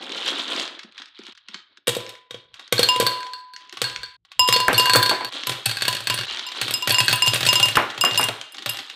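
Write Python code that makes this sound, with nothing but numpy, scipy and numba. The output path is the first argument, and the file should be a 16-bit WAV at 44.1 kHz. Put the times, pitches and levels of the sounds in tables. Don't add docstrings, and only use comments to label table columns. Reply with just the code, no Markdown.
import sys
import numpy as np
from scipy import signal
from scipy.fft import rfft, irfft
from scipy.io import wavfile
from scipy.ndimage import uniform_filter1d
from numba import njit

SR = 44100
rng = np.random.default_rng(int(sys.argv[2]) if len(sys.argv) > 2 else 0)


def generate_wav(signal):
    frames = np.transpose(np.atleast_2d(signal))
    scaled = np.clip(frames, -1, 1) * 32767
    pcm = np.round(scaled).astype(np.int16)
    wavfile.write(sys.argv[1], SR, pcm)


def field_ratio(decibels):
    return 10 ** (np.asarray(decibels, dtype=float) / 20)


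N = 394694
TIME_S = np.arange(N) / SR


def rms_one(x):
    return x / np.sqrt(np.mean(x ** 2) + 1e-20)


def band(x, low_hz, high_hz, order=2):
    return signal.sosfilt(signal.butter(order, [low_hz, min(high_hz, .45 * SR)], "band", fs=SR, output="sos"), x)


def strikes(s, db):
    out = np.zeros(N)
    np.add.at(out, np.minimum(np.round(np.asarray(s) * SR).astype(int), N - 1), field_ratio(db))
    return out


def burst(clicks, t60_s):
    envelope = signal.lfilter([1], [1, -field_ratio(-60 / (t60_s * SR))], clicks + 1e-18)
    return envelope * rng.standard_normal(N)


def two_pole(clicks, hz, radius, sign=1):
    w = 2 * np.pi * hz / SR
    return signal.lfilter([0, sign * np.sin(w)], [1, -2 * radius * np.cos(w), radius ** 2], clicks + 1e-18)


CUTS_S = [1.333, 4.168, 5.295, 6.257]


def cut_samples():
    return (np.array(CUTS_S) * SR).astype(int)


# time in seconds, share of the globe filled (0 to 1).
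FILL = [(0, 0), (4.2, .04), (4.6, .07), (5.29, .15), (5.3, .45), (6, .7), (8.95, 1)]


def filled(s):
    return np.interp(s, *np.transpose(FILL))


@njit
def resonate(clicks, turn, keep):
    out, state = np.zeros(len(clicks)), 0j
    for i in range(len(clicks)):
        state = state * turn * keep[i] + clicks[i]
        out[i] = state.imag
    return out


# time in seconds, loss of the stifled rim modes in dB (below 0: none).
LEANS = [
    (2.948, 2.5),
    (8.11, 12),
    (4.495, -3),
    (4.86, 32),
    (4.932, 27),
    (7.05, 5),
    (7.325, -4),
    (7.6, 15),
    (8.1, 13),
    (8.25, 20),
]


def ring(clicks, hz, t60_empty_s, t60_full_s):
    fill = filled(TIME_S)
    keep = 1 - np.log(1000) / SR * ((1 - fill) / t60_empty_s + fill / t60_full_s)
    if hz in (RIM_HZ[0], RIM_HZ[2]):
        s, loss_db = np.transpose(LEANS)
        keep[(s * SR).astype(int)] *= field_ratio(-np.clip(loss_db, 0, 40))
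    keep[cut_samples()] = 0
    return resonate(clicks + 1e-18, np.exp(2j * np.pi * hz / SR), keep)


def body(modes, s, db, spread_db, taps=0):
    chance, out = rng.standard_normal((len(s), len(modes))), 0
    for k, (hz, level_db, t60_empty_s, t60_full_s) in enumerate(modes):
        clicks = strikes(s, db + level_db + spread_db * chance[:, k]) + field_ratio(level_db) * taps
        out = out + (-1) ** (k // 4) * ring(clicks, hz, t60_empty_s, t60_full_s)
    return out


# time in seconds, strength in dB, low hum in dB, hardness (high ring) in dB.
RIM_HITS = [(1.871, -30, -35.5, -59), (2.8882, -9.5, -13, -12.5), (3.844, -47, -34.5, -53),
            (4.394, -9, -10.5, -3.5), (4.4772, -17.5, -24, -15), (4.5262, -15.5, -10.5, -7),
            (4.6006, -18, -10.5, -21), (4.78, -6, -12.5, -9.5), (4.8712, -16, -7.5, -47),
            (4.9645, -39, -9, -40), (5.47, -48, -23.5, -45), (5.8793, -25, -17, -43),
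            (6.105, -21.5, -19, -23), (6.2, -26.5, -48, -47), (6.283, -30, -55, -55),
            (6.466, -30, -29.5, -26), (6.74, -21, -37, -9.5), (6.824, -19.5, -21.5, -23.5),
            (6.9207, -22, -18.5, -38), (6.9444, -12.5, -29, -12.5), (6.9843, -11.5, -13.5, -8),
            (7.1318, -17.5, -16, -29), (7.222, -10, -14.5, -10.5), (7.2625, -15.5, -16, -22),
            (7.279, -9, -16.5, -11), (7.4763, -23, -20, -20), (7.4887, -9.5, -12, -7),
            (7.5557, -9.5, -17, -8.5), (7.6292, -7, -16.5, -9), (7.7551, -20, -42, -28),
            (8.0121, -13, -28, -10), (8.0498, -9.5, -39, -10), (8.134, -27, -50, -30),
            (8.1756, -12, -19, -10.5), (8.2303, -16.5, -25, -22), (8.522, -44, -108, -44),
            (8.692, -22, -32, -22.5)]
# main, hum, high, top. Frequencies in Hz.
RIM_HZ = [2821, 1003, 5072, 7360]
# t60 in seconds with the globe empty, t60 in seconds with it full.
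RIM_T60 = [(0.3, 0.25), (1.75, 0.16), (0.24, 0.13), (0.065, 0.045)]


def rim():
    s, strength_db, hum_db, hard_db = np.transpose(RIM_HITS)
    top_db = 0.6 + 0.72 * hard_db + 0.28 * strength_db
    pings = 0
    for hz, t60_s, db in zip(RIM_HZ, RIM_T60, [strength_db, hum_db, hard_db, top_db]):
        pings = pings + ring(strikes(s, db - 6.0), hz, *t60_s)
    pings = pings + ring(strikes(s, strength_db - 5), RIM_HZ[0] - 3.64, *RIM_T60[0])
    pings = pings + ring(strikes(s, hard_db - 34), RIM_HZ[2] + 13, *RIM_T60[2])
    contact = band(burst(strikes(s, top_db + 13.0), 0.0017), 1900, 6200)
    return band(pings, 500, 19000) + contact


# time in seconds, clack in dB, tick in dB, thump in dB.
FLOOR_HITS = [(1.8715, -23.5, -10, -35), (1.879, -24, -2, -17), (1.8915, -22, -9, -40),
              (2.075, -51, -45, -43), (2.102, -49, -45, -62), (1.95, -29, -19, -62),
              (1.9667, -44, -16, -24), (2.0032, -35, -35, -55), (2.0921, -36.5, -25, -56),
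              (2.3084, -36, -31, -40), (2.344, -38, -51, -34.5), (2.7245, -15, 0.5, -16.5),
              (2.7928, -15.5, -4, -15.5), (2.961, -26, -16.5, -29), (3.0086, -20, -28, -26),
              (3.0257, -45.5, -17.5, -22.5), (3.7257, -35.5, -36, -65), (3.7711, -31.5, -47, -47),
              (3.817, -18, -6, -23), (4.4873, -17, -3, -21.5), (4.5613, -30, -21, -23.5),
              (4.7296, -15, -5, -13.5), (4.9576, -23, 3.5, -13.5)]
# time in seconds, clack in dB, tick in dB.
PILE_HITS = [(5.47, -22, -10), (5.4941, -20.5, -24), (5.517, -27.5, -45), (5.541, -38, -45),
             (5.596, -55, -65), (6.005, -34, -20), (6.04, -45, -28), (6.188, -25, -22), (6.234, -32, -46),
             (7.272, -20, -7), (7.347, -26, -18), (7.43, -20.5, -19), (7.715, -52, -32), (8.11, -24, -30),
             (8.145, -25.5, -27), (8.157, -26, -31), (8.24, -27.5, -4), (6.681, -25.5, -22),
             (6.7085, -26.5, -21), (6.874, -17, -23), (6.8943, -20.5, -4.5), (7.3346, -17, -14),
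             (7.3586, -21, -13), (7.4071, -23, -13), (7.452, -23, -10), (7.5292, -15.5, -7),
             (7.599, -18.5, -8), (7.6848, -21.5, -11), (7.7547, -19, -20), (7.791, -28, -45),
             (7.978, -28.5, -31), (8.2133, -24, -13), (8.2861, -23, -14.5), (8.6602, -23, -17),
             (8.694, -33, -14), (8.7696, -64, -24)]
# time in seconds, ring in dB, tick in dB.
BARE_WALL_HITS = [(2.7806, -12, -33), (2.8305, -8, -6), (2.9997, -18, -1.5), (3.066, -8, -7),
                  (3.2046, -26.5, -54), (3.3347, -23, -40.5), (3.5363, -33, -43), (3.842, -12, -48),
                  (4.0326, -24, -30.5), (4.5386, -9, -10), (4.563, -12, -12), (4.6023, -19, -11),
                  (4.744, -7.5, -45), (4.7964, -8.5, -1.5), (4.857, -11, -11.5), (4.8964, -7, -6),
                  (4.935, -5, -3), (4.9593, -3.5, -21), (5.028, -5.5, -11.5), (5.061, -11, -11),
                  (5.0947, -9.5, -8.5), (5.247, -19, -18.5)]
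# time in seconds, ring in dB, tick in dB.
BURIED_WALL_HITS = [(5.6566, -24, -23), (5.66, -12, -9), (5.6942, -19.5, -16.5), (5.786, -29, -28),
                    (5.81, -19.5, -29), (5.8526, -16.5, -16), (5.928, -16, -17), (5.968, -20, -25),
                    (6.908, -7, -29), (7.094, -29, -9), (7.102, -18, -30), (7.112, -17, -15),
                    (5.7124, -17, -15), (5.7701, -17.5, -19), (5.8214, -12.5, -10.5), (5.881, -11.5, -5.5),
                    (5.949, -26, -13.5), (6.0712, -13, -12.5), (6.099, -13, -8.5), (6.141, -22, -14),
                    (6.1766, -17, -26), (6.211, -21.5, -21), (6.6139, -13.5, -9), (6.9044, -30, -6),
                    (7.003, -11.5, -5), (7.0814, -6.5, -11), (7.1278, -11.5, -7.5), (7.4651, -12.5, -7),
                    (7.6561, -24, -7.5)]
# time in seconds, clack in dB.
SOFT_CLICKS = [(2.5416, -41), (2.595, -38.5), (3.266, -38.5), (4.25, -50.5), (4.317, -40.5), (5.323, -33.5),
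               (6.384, -41), (6.518, -30.5), (7.902, -30.5), (7.947, -40), (8.4142, -35), (8.546, -35.5),
               (8.583, -35), (8.745, -34), (8.789, -28.5), (8.6227, -35), (8.8985, -32.5)]


def all_knocks():
    rows = [(s, tick, clack, clack - 33, thump) for s, clack, tick, thump in FLOOR_HITS]
    rows += [(s, tick, clack, clack - 3.5, clack - 6) for s, clack, tick in PILE_HITS]
    rows += [(s, tick, (wall + tick) / 2 - 13, wall, tick - 19) for s, wall, tick in BARE_WALL_HITS]
    rows += [(s, tick, (wall + tick) / 2 - 10, wall, tick - 18.5) for s, wall, tick in BURIED_WALL_HITS]
    return rows + [(s, clack - 24, clack, clack - 23, clack - 45.5) for s, clack in SOFT_CLICKS]


def with_rebounds(rows, wait_s, loss_db):
    s, *levels = np.transpose(rows)
    later = s + .004 + wait_s * rng.random(len(s))
    loss = loss_db * (0.48 + rng.random(len(s)))
    return [np.r_[s, later]] + [np.r_[db, db - loss] for db in levels]


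def settling(column, rim_db):
    rise_s, fall_db_per_s = 0.0027, 109
    knock, hit = np.array(all_knocks()), np.array(RIM_HITS)
    kicks = strikes(knock[:, 0], 2 * knock[:, column]) + strikes(hit[:, 0], 2 * (hit[:, 1] + rim_db)) + 1e-14
    fall, rise = field_ratio(-2 * fall_db_per_s / SR), np.exp(-1 / (rise_s * SR))
    parts = []
    for part in np.split(kicks, cut_samples()):
        rolling = signal.lfilter([1], [1, -fall], part)
        parts.append(signal.lfilter([1 - rise], [1, -rise], rolling))
    few_balls_db = -1.5 * (1 - filled(TIME_S))
    return -13.5 + few_balls_db + 10 * np.log10(np.concatenate(parts) + 1e-14)


# frequency in Hz, level in dB, t60 in seconds empty, t60 in seconds full.
WALL = [(4265, -8, .14, .015), (4320, -1, .1, .02), (4430, -8, .14, .07), (4545, -9, .12, .05),
        (4360, -8, .08, .025), (1598, -8, .11, .04), (1555, -16, .08, .08), (7800, -15, .06, .03),
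        (8640, -14, .028, .02), (11300, -22, .04, .03), (3570, -14, .11, .04), (2790, -18, .15, .08)]
LOADED_WALL = [(4430, -19.5, .1, 0.046), (4465, -8, .08, .05), (2590, -10.5, 0.12, 0.17),
               (7800, -12.5, .06, 0.042)]
HOLLOW = [(487.4, 5, 0.062, 0.0078), (436, -33, 0.22, 0.011), (586, -5.5, 0.02, 0.12),
          (222, -36, 0.0064, 0.014)]
STAND = [(122, 2.5, 0.24, 0.06), (113.6, 7.5, 0.2, 0.13)]
SHELL = [(792, -9.5, 0.036, 0.066), (1124, -6.5, 0.056, 0.018), (1890, -10.5, 0.013, 0.041),
         (2618, -3, 0.012, 0.028), (3315, -0.5, 0.027, 0.02), (3703, 1, 0.038, 0.02)]


def knocks():
    s, tick_db, clack_db, wall_db, thump_db = with_rebounds(all_knocks(), wait_s=0.028, loss_db=23.0)
    fill = filled(s)
    clack = band(burst(strikes(s, clack_db + 10.5), 0.042), 1350, 4570)
    mid = band(burst(strikes(s, tick_db - 9.0), 0.04), 7480, 8700)
    tick = band(burst(strikes(s, tick_db - 12.5), 0.029), 4800, 13000)
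    tick = tick + band(burst(strikes(s, tick_db - 23.0), 0.0071), 5900, 21000)
    taps_per_s = 320
    taps = field_ratio(settling(column=3, rim_db=-33) - 11) * rng.standard_normal(N) * (rng.random(N) < taps_per_s / SR)
    wall = body(WALL, s, wall_db - 4, spread_db=3.5, taps=taps)
    load_db = 20 * np.log10(fill + 1e-3)
    wall = band(wall + body(LOADED_WALL, s, wall_db + load_db - 4, spread_db=3.5), 900, 19000)
    hollow = band(body(HOLLOW, s, thump_db + 1.5, spread_db=2.0), 150, 1500)
    coupling_db = -18.5 + 11.5 * fill
    stand = band(body(STAND, s, 0.99 * thump_db + coupling_db, spread_db=4.0), 112.0, 153.6)
    crack = band(burst(strikes(s, wall_db - 12.5) + strikes(s, clack_db + 8.5), 0.001), 1300, 3900)
    shells = band(body(SHELL, s, clack_db, spread_db=3.5), 500, 6000)
    return shells + crack + clack + mid + tick + wall + hollow + stand


# time in seconds, peak in dB.
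GLINTS = [(2.831, -15), (2.8885, -14), (3.067, -13.5), (4.3936, -14), (4.475, -18.5), (4.526, -19),
          (4.732, -15), (4.744, -24), (4.7786, -7), (4.784, -9), (4.8577, -20), (4.9333, -10),
          (4.9655, -10), (5.029, -8), (5.4707, -17), (5.495, -16), (5.658, -7), (5.879, -19), (6.0722, -19),
          (6.1433, -13.5), (6.4666, -37), (6.6157, -32), (6.6801, -24), (6.7085, -14), (6.738, -11),
          (6.8746, -16.5), (6.9215, -9.5), (6.992, -14), (7.046, -22), (7.059, -21), (7.0813, -18),
          (7.129, -5), (7.158, -10), (7.263, -17.5), (7.3426, -10), (7.408, -22), (7.47, -9), (7.5307, -9),
          (7.6, -21), (7.6274, -13.5), (7.756, -15), (8.01, -15), (8.049, -13), (8.177, -9.5), (8.188, -9),
          (8.2107, -9), (8.5216, -27), (8.6641, -35), (8.6946, -8)]
# frequency in Hz, level in dB.
GLINT_MODES = [(7880, -6), (8480, -3.5), (8980, -1.5), (9410, -6.5), (9640, -9), (10210, -12),
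               (10500, -11.5), (11300, -7.5), (11700, -3.5), (12650, -7.5), (14050, -7), (15200, -10)]


def glints():
    rows = [(s, db - 14) for s, db in GLINTS]
    rows += [(s, tick_db - 24.5) for s, tick_db, *_ in all_knocks()]
    rows += [(s, hard_db - 19.5) for s, *_, hard_db in RIM_HITS]
    s, db = np.transpose(rows)
    t60_s, spread_db = 0.037, 5.6
    radius, out = field_ratio(-60 / (t60_s * SR)), 0
    for k, (hz, level_db) in enumerate(GLINT_MODES):
        clicks = strikes(s, db + level_db + spread_db * rng.standard_normal(len(s)))
        out = out + two_pole(clicks, hz, radius, sign=(-1) ** k)
    return band(out, 6500, 19000)


# time in seconds, peak in dB, pitch in Hz, limiter duck in dB (below 0: none).
BOUNCES = [
    (4.682, 1.5, 1890, 13),
    (4.9503, -2, 1600, 2),
    (5.112, -6, 1116, -2),
    (5.209, -15.5, 1060, -12),
    (7.7704, 2, 1500, 12.5),
    (8.0384, -3, 1317, 3.5),
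    (8.1961, -6.5, 1080, -7),
    (8.292, -15.5, 770, 4.5),
]


def bounces():
    cycles = np.zeros(N)
    t = np.arange(int(.03 * SR)) / SR
    for s, db, hz, _ in BOUNCES:
        falling = np.sin(2 * np.pi * hz * t * (1 - 30 * np.minimum(t, .01)))
        cycles[round(s * SR):][:len(t)] -= field_ratio(db - 2.0) * falling * field_ratio(-60 * t / 0.028)
    s, db, *_ = np.transpose(BOUNCES)
    edge = band(burst(strikes(s, 1.7 * db - 8.5), 0.0053), 2800, 14000)
    wash = band(burst(strikes(s, db - 6), 0.27), 227, 2330, order=3)
    push = band(strikes(s, 3.8 * db + 14.0) + 1e-18, 22, 150, order=1)
    return band(cycles, 187, 6300) + edge + wash + push


def ducking():
    s, *_, depth_db = np.transpose(BOUNCES)
    steps = np.zeros(N)
    steps[np.round(s * SR).astype(int) + 60] = np.clip(depth_db, 0, 40)
    return field_ratio(-signal.lfilter([1], [1, -np.exp(-1 / (.06 * SR))], steps + 1e-18))


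def grains(per_s, low_hz, high_hz, cycles, uneven_db, count=8):
    sizes = field_ratio(uneven_db * np.minimum(rng.exponential(1, N), 3)) * (rng.random(N) < per_s / SR)
    dealt, out = rng.integers(0, count, N), 0
    for k, hz in enumerate(np.geomspace(low_hz, high_hz, count)):
        out = out + two_pole(sizes * (dealt == k), hz, radius=field_ratio(-60 * hz / (cycles * SR)))
    return rms_one(band(out, .7 * low_hz, 1.3 * high_hz))


# time in seconds, rattle in dB, low bumps in dB, fall in dB per second.
SHAKES = [(.03, -33.5, -39, 32), (.72, -47, -48, 93), (0.167, -27.5, -36, 106), (0.284, -20, -27.5, 189),
          (0.398, -25, -38, 135), (0.517, -25, -31.5, 114), (0.598, -24.5, -32.5, 151),
          (.84, -68, -64, 169), (.99, -39.5, -49, 193), (1.17, -45, -78, 150), (1.22, -48, -61, 148),
          (1.28, -37.5, -54, 302), (1.36, -53, -84, 46), (1.5, -65, -59.5, 183), (1.549, -41, -52, 251),
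          (1.72, -55, -59.5, 95), (2.571, -50, -61, 43), (3.629, -47.5, -56.5, 93.5), (4.279, -59, -69, 69),
          (5.35, -29, -42, 102), (6.3, -27.5, -44.5, 56), (6.58, -30.5, -43.5, 48), (7.9, -46, -45, 70),
          (8.58, -60, -51, 106), (8.751, -43.5, -72, 70)]


def shaking(column):
    rise_db_per_s = 253.5
    t = np.arange(0, N + 64, 64)[:, None] / SR
    rows = np.array(SHAKES)
    late_s = t - rows[:, 0]
    slope_db = np.where(late_s < 0, rise_db_per_s * late_s, -np.maximum(rows[:, 3], 40) * late_s)
    db = rows[:, column] + slope_db
    db[np.searchsorted(CUTS_S, t) > np.searchsorted(CUTS_S, rows[:, 0])] = -120
    return np.interp(TIME_S, t[:, 0], 10 * np.log10(np.sum(field_ratio(2 * db), axis=1) + 1e-14))


# time in seconds, level in dB.
SNAPS = [(0.7919, -23), (0.8318, -27.5), (0.979, -25.5), (1.019, -25.5), (1.083, -40), (1.189, -32),
         (1.35, -36.5), (1.3752, -32.5), (1.485, -25.5), (1.5434, -19.5), (1.7723, -34)]
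# time in seconds, peak in dB.
CRACKS = [(0.0244, -22), (0.04, -18.5), (0.094, -19), (0.094, -19), (0.12, -11), (0.148, -22),
          (0.1715, -24), (0.193, -19), (0.2314, -19), (0.2633, -8), (0.479, -12), (0.563, -5.5),
          (0.598, -6), (0.6545, -16), (0.6777, -15),
          (0.923, -29), (0.9472, -42), (0.946, -36), (0.9834, -45), (0.999, -23), (1.0355, -35),
                (1.058, -24), (1.1238, -49.5), (1.1404, -49), (1.1558, -49), (1.1686, -39), (1.1764, -45),
                (1.1977, -45), (1.236, -24), (1.2535, -40), (1.2535, -35), (1.2666, -18), (1.2794, -34),
                (1.3014, -40), (1.3233, -27), (6.27, -15), (6.296, -24), (6.3106, -11), (6.347, -13),
                (6.372, -10), (6.394, -7), (6.489, -11), (6.554, -19), (6.562, -14)]
# time in seconds, peak in dB.
TICKS = [(1.7285, -56), (2.0646, -15), (2.153, -24), (2.6778, -20), (3.2077, -25), (3.2304, -14),
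         (3.394, -36), (3.478, -45), (3.4857, -43), (3.5634, -13), (3.576, -33), (3.6077, -26),
         (3.6285, -39.5), (3.6514, -34), (3.674, -33), (3.695, -19), (3.7725, -23), (3.7894, -28),
         (3.899, -13), (3.961, -6.5), (4.0602, -23), (4.2687, -45), (5.406, -26), (5.4352, -8),
         (5.6335, -31), (5.648, -22), (5.466, -14), (7.823, -10), (8.4129, -6.5), (8.446, -46),
         (8.5435, -23), (8.5693, -19), (8.591, -17), (8.771, -6.5), (8.809, -32), (8.8657, -22)]


def rattle():
    bag_db, bump_db = shaking(column=1), shaking(column=2)
    pour_db = settling(column=2, rim_db=-10)
    film_db = 10 + 1.53 * bag_db
    ticking_db = 25 + 1.99 * pour_db
    clicks = grains(450, 3046, 4170, cycles=24.0, uneven_db=3.0)
    clicks = clicks + field_ratio(-6.5) * grains(500, 1050, 3400, cycles=5.6, uneven_db=-0.5)
    bumps = band(grains(220, 281, 780, cycles=13.0, uneven_db=2.5), 170, 1600)
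    film = grains(600, 4900, 8500, cycles=14.0, uneven_db=3.5)
    ticking = grains(1400, 6000, 14000, cycles=30.0, uneven_db=2.0)
    s, db = np.transpose(SNAPS)
    snaps = band(burst(strikes(s, db + 1.0), 0.031), 1220, 4870, order=3)
    s, db = np.transpose(CRACKS + TICKS)
    snaps = snaps + band(burst(strikes(s, db - 6), .013), 1500, 5400, order=3)
    bag = field_ratio(bag_db - 3.0) * clicks + field_ratio(bump_db - 3.5) * bumps
    bag = bag + field_ratio(film_db - 12.5) * film + field_ratio(film_db - 30.0) * ticking
    pour = field_ratio(pour_db) * (clicks + field_ratio(-12.5) * bumps + field_ratio(-13.0) * film) + field_ratio(ticking_db - 1.5) * ticking
    return bag + snaps + pour


# time in seconds, level in dB.
THUDS = [
    (0.844, -33),
    (0.976, -64),
    (1.191, -29),
    (1.283, -38),
    (1.489, -36),
    (1.544, -30),
    (1.78, -45),
    (3.539, -50),
    (3.73, -33),
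]


def thuds():
    s, db = np.transpose(THUDS)
    return band(burst(strikes(s, db + 13.0), 0.043), 200, 400, order=3)


# frequency in Hz, t60 in seconds.
ROOM = [(100, 0.33), (500, 0.55), (2000, 0.69), (5000, 0.4), (15000, 0.27)]


def room(x):
    t, tail = np.arange(int(.5 * SR)) / SR, 0
    hz, t60_s = np.transpose(ROOM)
    edges_hz = 70 * 2. ** np.arange(9)
    for low, high in zip(edges_hz, edges_hz[1:]):
        decay_s = np.interp(np.log(low * high) / 2, np.log(hz), t60_s)
        tail = tail + band(rng.standard_normal(len(t)), low, high) * field_ratio(-60 * t / decay_s)
    tail = tail * np.clip(t / 0.0014 - .3, 0, 1)
    tail = tail / np.sqrt(np.sum(tail ** 2))
    parts = np.split(x, cut_samples())
    return np.concatenate([signal.fftconvolve(p, tail)[:len(p)] for p in parts])


def gate(x):
    low = signal.sosfiltfilt(signal.butter(5, 900, "low", fs=SR, output="sos"), x)
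    high = signal.sosfiltfilt(signal.butter(5, 5200, "high", fs=SR, output="sos"), x)
    out = 0
    for part, threshold_db, steepness in [(low, -51.5, 1), (x - low - high, -49.5, 1), (high, -64, 1.9)]:
        level_db = 10 * np.log10(np.abs(uniform_filter1d(part ** 2, size=768)) + 1e-14)
        gain_db = steepness * np.clip(0.7 * (level_db - threshold_db), -16, 0)
        out = out + part * field_ratio(uniform_filter1d(gain_db, size=256))
    return out


# time in seconds, length in seconds, level in dB.
TREMORS = [
    (0.3, .2, -79),
    (2.515, .15, -67),
    (3.974, 0.17, -52.5),
    (4.21, 0.14, -76.5),
    (4.416, 0.054, -41),
    (5.38, .15, -75),
    (6.33, .25, -62),
    (7.267, 0.082, -48),
]


def tremors():
    swell = sum(field_ratio(db) * np.exp(-((TIME_S - s) / (length_s / 2)) ** 2) for s, length_s, db in TREMORS)
    return swell * rms_one(band(rng.standard_normal(N), 45, 120))


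# frequency in Hz, density in dB per Hz.
FLOOR = [(35, -15), (60, -8), (110, 13), (167, -27), (262, 0.5), (600, -16), (780, -29.5), (1320, -120)]


def floor():
    hz, db = np.transpose(FLOOR)
    shape = field_ratio(np.interp(np.log(np.fft.rfftfreq(N, 1 / SR) + 1), np.log(hz), db))
    return field_ratio(-88.5) * rms_one(irfft(rfft(rng.standard_normal(N)) * shape, N))


# time in seconds, gain in dB.
HUSH = [(0, 0), (4.164, 0), (4.17, -30), (4.245, -20), (4.25, 0), (8.95, 0)]


def scene():
    pings, table = rim(), bounces()
    globe = knocks() + glints() + rattle() + thuds()
    near = pings + globe + room(field_ratio(-9.0) * globe + field_ratio(-13.5) * pings)
    mix = gate(ducking() * near) + table + room(field_ratio(-13.0) * table) + floor()
    hush_db = np.interp(TIME_S, *np.transpose(HUSH))
    return (mix * field_ratio(hush_db) + tremors())[None]


def low_pass(x):
    return signal.sosfilt(signal.butter(12, 16970, fs=SR, output="sos"), x)


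def record(dry):
    x = signal.sosfilt(signal.butter(2, 45, "high", fs=SR, output="sos"), dry)
    x = .9 * np.tanh(x / .9)
    x = signal.sosfilt(signal.cheby2(12, 80, 17000, fs=SR, output="sos"), x)
    return low_pass(x)


dry = scene()
out = record(dry)
generate_wav(out)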